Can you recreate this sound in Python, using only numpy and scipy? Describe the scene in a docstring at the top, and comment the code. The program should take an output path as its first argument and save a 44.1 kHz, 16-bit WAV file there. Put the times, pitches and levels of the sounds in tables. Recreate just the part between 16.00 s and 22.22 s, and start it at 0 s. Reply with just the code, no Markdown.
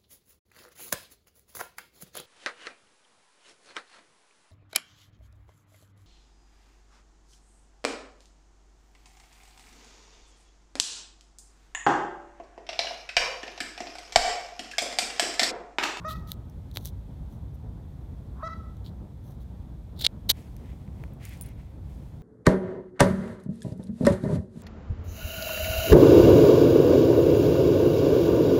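"""Goose in a riverside city park

One goose some metres from a hand-held phone honks twice: stacked partials with a breathy rasp before each.
Filtered copies return from trees and far walls. Close to the microphone, fingers tick and creak on the
phone's case (pulses and gritty noise in resonances), a sleeve rustles (shaped noise) and small metal pieces
chink (noise cracks with ringing sines). Low traffic rumble, roar and hiss lie behind it all (shaped noise).
"""
import sys
import numpy as np
from scipy import signal
from scipy.fft import rfft, irfft
from scipy.io import wavfile
from scipy.ndimage import uniform_filter1d

SR = 44100
rng = np.random.default_rng(int(sys.argv[2]) if len(sys.argv) > 2 else 0)


def output_pcm(signal):
    """Save a mono or channel-first signal as 16-bit PCM at the path in sys.argv[1].

    Samples are clipped to [-1, 1] before scaling.
    """
    pcm = np.clip(np.atleast_2d(signal).T, -1, 1) * 32767
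    wavfile.write(sys.argv[1], SR, np.round(pcm).astype(np.int16))


def rack_gain(trim_db):
    """Turn a fader trim in dB into the linear factor to multiply a signal by."""
    fader = np.asarray(trim_db, float)
    return 10 ** (fader / 20)


N = 274302
TIME = np.arange(N) / SR

# Honks of the goose: [voice locks t/s, length/s, base pitch f/Hz, level at the lock/dB,
# treble tilt of the beak at the end/dB per octave]
HONKS = [(0.046, 0.056, 637.7, -39, 2), (2.429, .054, 657.6, -36, 7)]
# Partials of each honk, before the beak's tilt: [multiple of the pitch, level/dB]
PARTIALS = [
    [(1, -1), (2, 4.5), (3, -10), (4, -21.5), (5, -33), (6, -24.5), (7, -28), (8, -24), (9, -26), (10, -31),
     (11, -35), (12, -37)],
    [(1, -2.5), (2, 1), (3, -14), (4, -32.5), (5, -33.5), (6, -27), (7, -38), (8, -37.5), (9, -38.5),
     (10, -41), (11, -48), (12, -58), (13, -57), (14, -58)],
]
# Throat resonances of the unvoiced breath: [f/Hz, width/Hz, level/dB]
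THROAT = [(1100, 250, 11), (1298, 210, 5), (1940, 280, -20)]
# Breath swells before the lock, relative to the honk
RASP_S, RASP_FROM_DB, RASP_TO_DB = 0.11, -41.5, -7
LOCK_S, STOP_S = 0.004, 0.0053  # time for the voice to catch and to stop
FLAT_START, SETTLE_S = 0.07, 0.013  # share by which the pitch starts flat; time constant of its slide up
SAG_DB_PER_S, CLIMB_PER_S = 55, 0.26  # fall in level; share by which the pitch rises per second
BEAK_START_DB, HOARSE = -2, 0.05  # tilt at the lock in dB per octave; gain of rasp in the locked voice

# Diffuse echoes of the park: [t60/s, level before the band-pass/dB, low edge f/Hz, high edge f/Hz]
PARK = (0.64, -5, 1008, 6004)
# Clear echoes off trunks and walls: [delay t/s, level/dB]
CLEAR_ECHOES = [(0.058, -5), (0.09, -16.5), (.115, -20.5)]
# Dull late echoes off the far walls: [delay t/s, level/dB]
FAR_WALL = [(.175, -21.5), (0.204, -24.5), (0.234, -20.5)]
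NEAREST_S = 0.014  # the small echoes build up over this time

# Single finger ticks on the case: [t/s, body level/dB, edge re body/dB, low modes re body/dB]
TICKS = [(.3180, -22, 3.5, -54), (0.714, -45, 2, -22), (0.7604, -29.5, 0, -8), (0.7714, -19.5, 3, -8),
         (.8498, -38, 7, -26), (0.856, -35, 15.5, -8), (0.862, -46.5, 19.5, -33), (0.8738, -37.5, 10, -27),
         (2.769, -56, 6.5, -15), (2.863, -39, -15, -19), (4.014, -28, 6.5, -7.5), (4.0490, -8, -14, -26),
         (4.0532, -9, -20, -24), (4.0655, -2, -18, -24), (4.2953, -9, -6, -20), (4.3000, -9, -8, -20),
         (4.3038, -11, -8, -18), (4.566, -54, 16.5, 4), (4.878, -72.5, -14, 23.5), (5.038, -56.5, 14, 21),
         (5.464, -56, -10, -6)]
RATTLE_DB, RATTLE_T60_S = -17, 0.005  # each tick shakes on briefly, relative to its first click
# Skin slipping over the case: [t/s, length/s, body level/dB, edge re body/dB]
CREAKS = [(0.078, 0.067, -55, 3), (0.119, 0.11, -74.5, 1), (0.266, 0.079, -64.5, 6),
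          (0.495, 0.0088, -84, 15.5), (0.734, 0.061, -66, 6.5), (0.785, 0.067, -77.5, 10),
          (0.838, 0.068, -66, 8), (1.277, 0.11, -90, 13), (1.534, .03, -90, 15.5),
          (2.839, 0.059, -65.5, -1.5), (3.221, 0.14, -84, 12.5), (3.395, 0.044, -80.5, 7),
          (3.954, 0.073, -71.5, -2), (3.99, 0.012, -50.5, 1), (3.999, 0.043, -47.5, -3),
          (4.038, 0.017, -37.5, -14), (4.058, 0.014, -36.5, -12), (4.289, .03, -31.5, 2.5)]
GRIP_RISE, GRIP_FALL = 0.3, 0.35  # shares of a creak spent pressing on and letting go
# Body modes of the case: [f/Hz, width of each of two passes/Hz, level/dB]
CASE_BODY = [(3800, 1400, -1.5), (2380, 680, -14.5), (6640, 620, -20), (8720, 3700, -21.5)]
# Edge modes of the case: [f/Hz, width of each of two passes/Hz, level/dB]
CASE_EDGE = [(6100, 1300, -6.5), (12160, 7500, -10.5), (13900, 4800, -20)]
# Low modes of the case: [f/Hz, width of each of two passes/Hz, level/dB]
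CASE_LOW = [(504.4, 650, -2.5), (1710, 880, -8), (2050, 810, -5.5)]

# Metal chinks: [t/s, crack level before the band-pass/dB, ring level re crack/dB]
CHINKS = [(5.136, -54.5, -16), (5.2525, -36, -20), (5.293, -46, -24), (5.3336, -54, -27),
          (5.3737, -50, -15), (5.411, -30.5, -9), (5.4212, -40, -4), (5.437, -46.5, -27),
          (5.4604, -52.5, 2.5), (5.489, -50, -32), (5.9055, -62, -35)]
# Ringing modes of the metal: [f/Hz, starting level/dB, t60/s]
METAL_MODES = [(9440, 0.5, 0.061), (10520, -18, .06), (15200, -6, .02), (15900, 3, .025)]

# Sleeve strokes: [t/s, length/s, level/dB, crisp part re dull part/dB]
SLEEVE_STROKES = [(4.201, 0.99, -75, 6.5), (4.334, 0.17, -60.5, -4), (4.545, 0.43, -65, -11),
                  (4.893, 0.39, -65, -4.5), (5.188, 0.27, -50.5, -2.5), (5.416, 0.15, -60, -2.5),
                  (5.526, 0.3, -64.5, -7.5), (5.799, 0.54, -69, 2.5)]
# Relative spectrum of the cloth: [f/Hz, level/dB per Hz]
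SLEEVE_COLOUR = [(900, -18.5), (1400, -9), (2100, -0.5), (2600, -4), (3700, -9), (7400, -11), (16000, -16)]
CLOTH_GRIT_DB, STROKE_RISE = 1.5, 0.24  # spread of grain sizes; share of a stroke spent getting louder

# Relative spectrum of the city air: [f/Hz, level/dB per Hz]
CITY_COLOUR = [(13, -47), (22, -36), (43, -4.5), (63, 4.5), (80, -1.5), (98, -1.5), (157, -8.5),
               (219, -14.5), (351, -25), (403, -27), (926, -34.5), (1220, -42.5), (2880, -54.5),
               (3400, -49.5), (4880, -57.5), (10500, -61.5), (12500, -61), (15200, -61.5), (16500, -79.5)]
# Uneven loudness of the low traffic rumble: [centre t/s, half-width at 1/e/s, change/dB]
LOUDNESS_DRIFT = [(.05, 0.067, -2), (.2, 0.04, 3.5), (.32, 0.022, -7), (1.21, 0.022, 6), (2.0, 0.057, -3.5),
                  (2.49, .06, 1.5), (3.3, 0.043, -3), (4.45, 0.025, -15), (4.52, .04, 3.5),
                  (5.58, 0.044, 4.5), (5.72, 0.049, -9)]
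SPLIT_HZ, HISS_HZ = 123.8, 2000  # rumble lies below the first, smooth hiss above the second
RUMBLE_DB, RUMBLE_FADE_DB_PER_S, ROAR_DB = -40, 0.45, -46  # the rumble recedes slowly, the roar stays


def unit(x):
    """Scale to rms 1."""
    return x / np.sqrt(np.mean(x ** 2))


def coloured(points, x):
    """Shape x by (f/Hz, level/dB) points, interpolated over log frequency."""
    hz, db = np.transpose(points)
    axis = np.log(np.arange(len(x) // 2 + 1) * SR / len(x) + 1)
    return irfft(rfft(x) * rack_gain(np.interp(axis, np.log(hz), db)), len(x))


def resonate(x, modes):
    """Sum of steep resonances (f/Hz, width/Hz, level/dB), scaled so that one click peaks at 1."""
    def ring(v):
        total = 0
        for hz, width, db in modes:
            peak = np.concatenate(signal.iirpeak(hz, hz / width, SR))
            total = total + rack_gain(db) * signal.sosfilt([peak] * 2, v)  # two passes
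        return total
    return ring(x) / np.abs(ring(signal.unit_impulse(256))).max()


def band(x, low_hz, high_hz, order=2):
    """Butterworth band-pass."""
    edges = [low_hz, min(high_hz, 0.49 * SR)]
    return signal.sosfilt(signal.butter(order, edges, "band", fs=SR, output="sos"), x)


def low_part(x, edge_hz):
    """Zero-phase low-pass, so that the rest can be had by subtraction."""
    return signal.sosfiltfilt(signal.butter(2, edge_hz, fs=SR, output="sos"), x)


def walk(rate):
    """Smooth chance of rms 1 that changes about rate times a second."""
    k = int(SR / rate)
    return unit(uniform_filter1d(uniform_filter1d(rng.standard_normal(N), k), k))


def grit(spread_db):
    """Noise whose samples have heavy-tailed sizes, as from stick-slip friction."""
    return unit(rng.standard_normal(N) * rack_gain(spread_db * walk(1500)))


def goose():
    """Throat rasp locks into a stack of partials that brightens as the beak opens."""
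    out = np.zeros(N)
    rasp = unit(resonate(grit(1.2), THROAT))
    for (s, length, pitch_hz, db, end_db), partials in zip(HONKS, PARTIALS):
        since = TIME - s
        held = np.clip(since, 0, length)
        locked = np.clip(since / LOCK_S, 0, 1)
        flat = FLAT_START * np.exp(-np.clip(since, 0, 1) / SETTLE_S)
        hz = pitch_hz * (1 - flat + CLIMB_PER_S * held)
        phase = 2 * np.pi * np.cumsum(hz * (1 + 0.0077 * walk(130))) / SR
        open_db = np.interp(since, [0, length], [BEAK_START_DB, end_db])
        stack = 0
        for k, p_db in partials:
            flutter_db = 0.51 * k * walk(92)  # the higher a partial, the more it flutters
            level = rack_gain(p_db + open_db * np.log2(k / 2) + flutter_db)
            stack = stack + level * np.sin(round(k) * phase + k * k)
        breath = rack_gain(np.interp(since, [-RASP_S, 0], [RASP_FROM_DB, RASP_TO_DB], -120))
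        voice = locked * (np.sqrt(2) * stack + HOARSE * rasp) + (1 - locked) * breath * rasp
        stop = np.clip((length - since) / STOP_S, 0, 1)
        out += voice * rack_gain(db - SAG_DB_PER_S * held) * stop
    return out


def park(x):
    """A few clear echoes over a fading crowd of small ones; trunks return little of the lowest partial."""
    t60, db, low_hz, high_hz = PARK
    t = TIME[:SR]
    near = rng.standard_normal(SR) * rack_gain(-60 * t / t60)
    near *= np.clip(t / NEAREST_S, 0, 1) ** 3
    near *= rack_gain(db) / np.sqrt(np.sum(near ** 2))
    for delay, echo_db in CLEAR_ECHOES:
        near[int(delay * SR)] += rack_gain(echo_db)
    far = np.zeros(SR)
    for delay, echo_db in FAR_WALL:
        far[int(delay * SR)] = rack_gain(echo_db)
    response = band(near, low_hz, high_hz) + band(far, low_hz, 1840)
    return signal.fftconvolve(x, response)[:N]


def case():
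    """Ticks and creaks ring the modes of the phone case; each contact has its own balance of modes."""
    body, edge, low = np.zeros((3, N))
    rattle = rack_gain(RATTLE_DB - 60 * TIME[:512] / RATTLE_T60_S)
    shakes = rng.standard_normal((len(TICKS), 512)) * rattle
    shakes[:, 0] = 1  # the first click
    for (s, db, edge_db, low_db), shake in zip(TICKS, shakes):
        at = slice(int(s * SR), int(s * SR) + 512)
        body[at] += rack_gain(db) * shake
        edge[at] += rack_gain(db + edge_db) * shake
        low[at] += rack_gain(db + low_db) * shake
    slips = grit(3.5) * rack_gain(1.8 * walk(230))  # the skin catches and lets go in uneven runs
    for s, length, db, edge_db in CREAKS:
        press = (TIME - s) / (GRIP_RISE * length)
        release = (s + length - TIME) / (GRIP_FALL * length)
        creak = np.clip(np.minimum(press, release), 0, 1) * slips
        body += rack_gain(db) * creak
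        edge += rack_gain(db + edge_db) * creak
        low += rack_gain(db - 16.5) * creak
    return resonate(body, CASE_BODY) + resonate(edge, CASE_EDGE) + resonate(low, CASE_LOW)


def metal():
    """Each chink is a bright noise crack and a short ring of the same modes."""
    size = 8192
    out, t = np.zeros(N + size), TIME[:size]
    ring = 0
    for hz, mode_db, t60 in METAL_MODES:
        ring = ring + rack_gain(mode_db - 60 * t / t60) * np.sin(2 * np.pi * hz * t)
    for s, db, ring_db in CHINKS:
        burst = rng.standard_normal(size) * rack_gain(-60 * t / 0.005)  # t60 of 5 ms
        crack = 2.5 * band(burst, 11000, 18000, order=1)
        start = int(s * SR)
        out[start:start + size] += rack_gain(db) * (crack + rack_gain(ring_db) * ring)
    return out[:N]


def sleeve():
    """Cloth brushing on cloth: soft gritty hiss in patches; a crisp fold has more treble."""
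    hiss = unit(coloured(SLEEVE_COLOUR, grit(CLOTH_GRIT_DB)))
    dull = low_part(hiss, 3500)
    crisp = (hiss - dull) * rack_gain(0.98 * walk(30))
    dull = dull * rack_gain(3.5 * walk(40))
    out = np.zeros(N)
    for s, length, db, crisp_db in SLEEVE_STROKES:
        stroke = np.interp(TIME - s, [0, STROKE_RISE * length, length], [0, 1, 0]) ** 1.18
        out += rack_gain(db) * stroke * (dull + rack_gain(crisp_db) * crisp)
    return out


def city():
    """Far traffic: a deep, uneven rumble, a wavering roar above it and a smooth hiss."""
    air = coloured(CITY_COLOUR, rng.standard_normal(N))
    deep = low_part(air, SPLIT_HZ)
    hiss = coloured([(HISS_HZ / 4, -40), (HISS_HZ, 0)], air)
    roar = (air - deep - hiss) * rack_gain(1.7 * walk(23) + 0.37 * walk(2))
    upper = roar + hiss * rack_gain(0.5 * walk(5))
    drift_db = sum(db * np.exp(-((TIME - s) / width) ** 2) for s, width, db in LOUDNESS_DRIFT)
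    rumble_db = RUMBLE_DB - RUMBLE_FADE_DB_PER_S * TIME + drift_db
    return unit(deep) * rack_gain(rumble_db) + unit(upper) * rack_gain(ROAR_DB)


def scene():
    """All sources, near and far, at one microphone."""
    honks = goose()
    return (honks + park(honks) + case() + metal() + sleeve() + city())[None]


def band_limit(x):
    """A steep low-pass at the top of the band."""
    return signal.sosfilt(signal.butter(12, 17160, fs=SR, output="sos"), x)


def record(dry):
    """The phone's microphone path cuts the top steeply above 15.8 kHz."""
    top_cut = signal.ellip(6, 0.3, 45, 15800, fs=SR, output="sos")
    mix = signal.sosfilt(top_cut, dry)
    return band_limit(mix)


dry = scene()
out = record(dry)
output_pcm(out)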